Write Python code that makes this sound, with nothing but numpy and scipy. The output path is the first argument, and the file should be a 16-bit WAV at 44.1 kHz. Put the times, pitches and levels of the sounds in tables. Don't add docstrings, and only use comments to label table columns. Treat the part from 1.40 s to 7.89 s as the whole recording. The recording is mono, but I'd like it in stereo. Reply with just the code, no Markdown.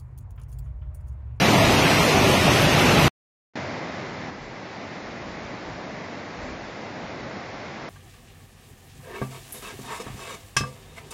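import sys
import numpy as np
from scipy import signal
from scipy.fft import rfft, irfft, next_fast_len
from scipy.io import wavfile
from scipy.ndimage import uniform_filter1d, map_coordinates

SR = 44100
rng = np.random.default_rng(int(sys.argv[2]) if len(sys.argv) > 2 else 0)


def gain_from_db(level_db):
    decades = np.asarray(level_db, float) / 20
    return 10 ** decades


def output_pcm(signal):
    pcm = np.clip(np.atleast_2d(signal).T, -1, 1) * 32767
    wavfile.write(sys.argv[1], SR, np.round(pcm).astype(np.int16))


N = 286209


def unit(x):
    return x / np.sqrt(np.mean(x ** 2) + 1e-20)


def along(points, hz):
    f, v = np.transpose(points)
    return np.interp(np.log(hz + 1), np.log(f + 1), v)


def curve(rows):
    s, value = np.transpose(rows)
    return np.interp(np.arange(N) / SR, s, value)


def near(t, moments, within_s):
    return abs(t[:, None] - moments).min(axis=1) < within_s


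def wobble(rate_hz):
    knots = rng.standard_normal(int(N * rate_hz / SR) + 4)
    return map_coordinates(knots, [np.arange(N) * rate_hz / SR])


def filtered(x, response):
    m = next_fast_len(N + 8192)
    return irfft(rfft(x, m) * response(np.fft.rfftfreq(m, 1 / SR)), m)[..., :N]


def coloured(x, spectrum):
    return filtered(x, lambda hz: gain_from_db(along(spectrum, hz)))


def patches(shape, bins, frames):
    field = uniform_filter1d(rng.standard_normal(shape), size=bins, axis=-2)
    return unit(uniform_filter1d(field, size=frames, axis=-1))


def to_lines(x):
    return signal.stft(x, SR, "cosine", nperseg=2048, noverlap=1024)


def from_lines(z):
    return signal.istft(z, SR, "cosine", nperseg=2048, noverlap=1024)[1][..., :N]


def local_level(z):
    return np.sqrt(abs(uniform_filter1d(abs(z) ** 2, size=32, axis=-2)))


def bubbles(count):
    when, pitch, size, port = rng.random((count, 4)).T
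    hz, t = 300 * 25 ** pitch[:, None], np.arange(256) / SR
    cycles = hz * t * (1 + .04 * hz * t)
    decay = hz * t * np.exp(-hz * t / 1.8) * np.hanning(512)[256:]
    burst = -np.log(1 - size[:, None]) * np.sin(2 * np.pi * cycles) * decay
    where = (when * N).astype(int)[:, None] + np.arange(256) + (port[:, None] > .5) * (N + 256)
    return np.bincount(where.ravel(), burst.ravel(), 2 * (N + 256)).reshape(2, -1)[:, :N]


def churn(patchy_db, bubble_db, count):
    z = signal.stft(rng.standard_normal((2, N)), nperseg=512)[2]
    gain = gain_from_db(patchy_db * patches(z.shape[1:], 5, 10))
    bed = signal.istft(z * gain, nperseg=512)[1][:, :N]
    return unit(bed) + gain_from_db(bubble_db) * unit(bubbles(count))


# f/Hz, coherence/1
PORT_LIKENESS = [(150, 1), (230, .998), (330, .95), (600, .7), (1200, .36), (1500, .5), (1800, .42),
                 (2200, .14), (2700, .38), (3300, .06), (13000, .12)]
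# f/Hz, phase/rad
LEFT_LEAD = [(220, 0), (600, .2), (1000, 1.2), (1500, 3.1), (2700, 6.5), (13000, 30)]
# f/Hz, level/dB
LEFT_TILT = [(200, 0), (660, -1), (1200, -2), (2300, -4), (4000, -2), (6800, 0), (8500, 4.8), (13300, 4.6)]


def ports(pair, spectrum):
    def mix(hz):
        turn = np.arccos(np.clip(along(PORT_LIKENESS, hz), 0, 1)) / 2
        return gain_from_db(along(spectrum, hz)) * [np.cos(turn), np.sin(turn)]

    half = np.array([[.5], [-.5]])

    def tilt(hz):
        return gain_from_db(half * along(LEFT_TILT, hz)) * np.exp(1j * half * along(LEFT_LEAD, hz))

    shared, apart = filtered(pair, mix)
    return unit(filtered(np.array([shared + apart, shared - apart]), tilt))


# f/Hz, level/dB per Hz
SURGE_SPECTRUM = [(40, -43), (60, -15), (85, -7.5), (150, -4), (200, -7), (290, -6.5), (420, -17),
                  (600, -59.5)]


def surge(heave_db, swell):
    return gain_from_db(-20.5 + heave_db + .2 * swell) * ports(churn(.3, -29.5, count=2000), SURGE_SPECTRUM)


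# f/Hz, level/dB per Hz
GURGLE_SPECTRUM = [(200, -44), (280, -10.5), (370, -4), (650, -2.5), (1000, -4.5), (1300, -5), (1700, -16),
                   (2400, -56)]


def gurgle(heave_db, swell):
    level_db = -19.5 + .2 * heave_db + .34 * swell
    return gain_from_db(level_db) * ports(churn(.83, -24, count=9000), GURGLE_SPECTRUM)


# f/Hz, level/dB per Hz
SPRAY_SPECTRUM = [(900, -42), (1400, -1.5), (2000, -3), (2700, -3), (3600, -6.5), (4500, -8), (6000, -9),
                  (7200, -13.5), (8400, -19), (9500, -22.5), (13300, -22.5)]


def spray(heave_db, swell):
    drops = ports(churn(.97, -18.5, count=9000), SPRAY_SPECTRUM)
    mist = filtered(drops, lambda hz: np.clip((hz - 6500) / 2500, 0, 1))
    puffs = gain_from_db(1.1 * wobble(22)) - 1
    return gain_from_db(-18 + .15 * heave_db + .34 * swell) * (drops + puffs * mist)


# t/s, peak level/dB
PUFFS = [(.19, -34), (.28, -31), (.58, -34.5), (.77, -36), (.94, -36), (1.1, -35), (1.27, -35), (1.48, -34),
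         (1.63, -34.5), (2.67, -53), (2.88, -55), (3.04, -47), (3.4, -59), (3.68, -51), (3.9, -46),
         (4.04, -49), (4.3, -45), (4.56, -53), (5.04, -41.5), (5.1, -43), (5.25, -50), (5.63, -51),
         (5.83, -49), (6.14, -51), (6.43, -55)]
PUFF_RISE_DB_S, PUFF_FALL_DB_S = 143, 112.5


def gusts():
    s, peak_db = np.transpose(PUFFS)
    since = np.arange(0, N + 256, 256)[:, None] / SR - s
    slope = np.where(since < 0, -PUFF_RISE_DB_S, PUFF_FALL_DB_S)
    level_db = (peak_db - slope * since).max(axis=1)
    return np.interp(np.arange(N), np.arange(len(level_db)) * 256, level_db)


# f/Hz, level/dB per Hz
BUFFET_SPECTRUM = [(15, -25.5), (28, -7.5), (45, 2), (75, 0.5), (120, -35.5)]


def wind(buffet_db, lumpy_db):
    push = coloured(rng.standard_normal(N), BUFFET_SPECTRUM)
    push = push / np.sqrt(abs(uniform_filter1d(push ** 2, size=SR // 16)) + 1e-12)
    return gain_from_db(buffet_db) * unit(gain_from_db(lumpy_db * wobble(12)) * push)


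# t/s, pitch f/Hz, peak level/dB
GULPS = [
    (.22, 660, -21),
    (.68, 488, -24.5),
    (.76, 405, -26.5),
    (.82, 388, -20),
    (1.229, 600, -27.5),
]
GULP_RISE_S, GULP_FALL_S, GULP_WIDTH = .022, .05, .069


def slops():
    t = np.arange(N) / SR
    total = np.zeros(N)
    for s, pitch_hz, peak_db in GULPS:
        ring = filtered(rng.standard_normal(N), lambda hz: np.exp(-((hz / pitch_hz - 1) / GULP_WIDTH) ** 2))
        envelope = np.exp(-abs(t - s) / np.where(t < s, GULP_RISE_S, GULP_FALL_S))
        total += gain_from_db(peak_db) * envelope * unit(ring)
    return total


# t/s, level/dB
STREET_HEAVE = [
    (0, -0.5),
    (.2, -0.5),
    (.6, -1.5),
    (.75, -2),
    (1.0, -0.5),
    (1.25, 0.5),
    (1.35, -.5),
    (1.68, 1.5),
]


def street():
    heave_db, swell = curve(STREET_HEAVE), wobble(11.82)
    water = surge(heave_db, swell) + gurgle(heave_db, swell) + spray(heave_db, swell)
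    return water + wind(gusts(), lumpy_db=3.5) + slops()


# f/Hz, share/1
COARSENESS = [(600, 0), (1500, .6), (2500, .5), (4000, 1.0), (7500, 1.2), (8500, .7), (13500, .6)]
# f/Hz, share/1
BAND_FRAGILITY = [(1150, 0), (1500, .14), (1950, 0), (3500, 0), (4500, .06), (6000, .05), (7000, .2),
                  (7900, .16), (8400, .02), (13500, .03)]
# low f/Hz, high f/Hz
WEAK_BANDS_HZ = [
    (7650, 8200),
    (6700, 7050),
    (1450, 1620),
]
# t/s, length/s, weak band number
BAND_LOSSES = [(0, .07, 0), (.12, .04, 0), (.35, .09, 0), (.65, .02, 0), (.72, .03, 0), (1.24, .06, 0),
               (.19, .04, 1), (1.05, .05, 1), (1.55, .08, 1), (.15, .13, 2), (.6, .03, 2), (.85, .13, 2)]
RIGHT_STARVED_S = [.23, .55, .7, .79, 1.15, 1.35, 1.49]
WARM_UP_S, RECOVER_S = .1, .9


def first_phone(x):
    hz, t, z = to_lines(np.array([x[0] + x[1], x[0] - x[1]]) / 2)
    z = z * (abs(z) > along(COARSENESS, hz)[:, None] * local_level(z))

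    bands = np.repeat(patches((2, 129, len(t)), 1, 3), 8, axis=1)[:, :len(hz)]
    rank = np.argsort(np.argsort(bands, axis=None)).reshape(bands.shape) / bands.size
    share = along(BAND_FRAGILITY, hz) * [hz > 0, hz > 3000]
    z = z * (rank > share[..., None])
    for start, length, band in BAND_LOSSES:
        low, high = WEAK_BANDS_HZ[int(band)]
        lost = (t > start - .015) & (t < start + length + .015)
        z[0][np.ix_((hz > low) & (hz < high), lost)] = 0

    z = np.array([z[0] + z[1], z[0] - z[1]])
    lasting = np.repeat(patches((129, len(t)), 1, 10), 8, axis=0)[:len(hz)]
    filling = np.where(t < WARM_UP_S, -5, np.interp(t, [WARM_UP_S, RECOVER_S], [-1.2, -.2]))
    fed = lasting - 1.5 * near(t, RIGHT_STARVED_S, .022) + filling
    strong = abs(z[1]) > .9 * local_level(z[1])
    z[1] *= (fed > -1.3) & strong | (hz[:, None] < 8500)
    return from_lines(z * (hz < 13600)[:, None])


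# f/Hz, level/dB per Hz
ROAR_SPECTRUM = [(30, -48), (50, -32), (85, -4.5), (141, -1.5), (230, -0.5), (457, -5.5), (614, -2.5),
                 (1420, -12), (1600, -11.5), (2080, -17.5), (3520, -120)]
# f/Hz, level/dB per Hz
HISS_SPECTRUM = [(710, -17.5), (1200, -9.5), (1420, -9.5), (2060, 1), (2380, -3), (2700, -7), (3100, -10),
                 (3730, -10), (5330, -12.5), (7090, -22), (7600, -30), (9880, -61.5)]
# t/s, level/dB
RIVER_LEVEL = [
    (2.17, -32.5),
    (2.19, -34),
    (2.89, -37),
    (2.92, -40.5),
    (3.11, -40.5),
    (3.43, -38),
    (4.42, -38.5),
    (6.49, -38),
]


def river():
    roar = unit(coloured(churn(.57, -26.5, count=5000)[0], ROAR_SPECTRUM))
    hiss = unit(coloured(churn(.46, -28.5, count=5000)[0], HISS_SPECTRUM))
    water = gain_from_db(1.7 + .2 * wobble(5.9)) * roar + gain_from_db(-5.5 + .15 * wobble(17)) * hiss
    return gain_from_db(curve(RIVER_LEVEL)) * water + wind(gusts(), lumpy_db=-.5)


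TOP_LOST_S = [2.77, 3.63, 3.65, 3.82, 4.0, 4.13, 4.45, 4.47, 4.99, 5.13, 5.16, 5.19, 5.71, 5.84, 5.95, 5.99,
              6.14, 6.47]
THIN, THIN_FROM_HZ = .4, 1500
RESIDUE_DB = -89.5


def second_phone(x):
    hz, t, z = to_lines(x)
    z = z * (abs(z) > THIN * (hz[:, None] > THIN_FROM_HZ) * local_level(z))
    edge_hz = np.where(near(t, TOP_LOST_S, .02), 7150, 7500)
    kept = from_lines(z * (hz[:, None] < edge_hz))
    residue = filtered(rng.standard_normal(N), lambda hz: (hz > 8250) * gain_from_db(-2.2 * (hz - 8000) / 1000))
    return kept + gain_from_db(RESIDUE_DB + curve(RIVER_LEVEL) + 35.5) * unit(residue)


CUT_S, START_S, ENTRY_S = 1.6815, 2.1562, .0015
CUT_DROP_DB, SMEAR_DB_S, SMEAR_S, END_DB_S = -24, 400, .012, 3500
LEAD_IN_DB, LEAD_IN_S = -33, .02


def scene():
    t = np.arange(N) / SR
    since = t - CUT_S
    smear = gain_from_db(CUT_DROP_DB - SMEAR_DB_S * since.clip(0) - END_DB_S * (since - SMEAR_S).clip(0, .1))
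    street_gain = np.maximum(smear, np.clip(-since / ENTRY_S + .5, 0, 1))
    entry = np.clip((t - START_S) / ENTRY_S + 1, 0, 1)
    river_gain = np.maximum(entry, gain_from_db(LEAD_IN_DB) * (t > START_S - LEAD_IN_S))
    return street_gain * first_phone(street()) + river_gain * second_phone(river())


def roll_off(x):
    return signal.sosfilt(signal.butter(12, 15100, fs=SR, output="sos"), x)


def record(dry):
    return roll_off(dry)


dry = scene()
out = record(dry)
output_pcm(out)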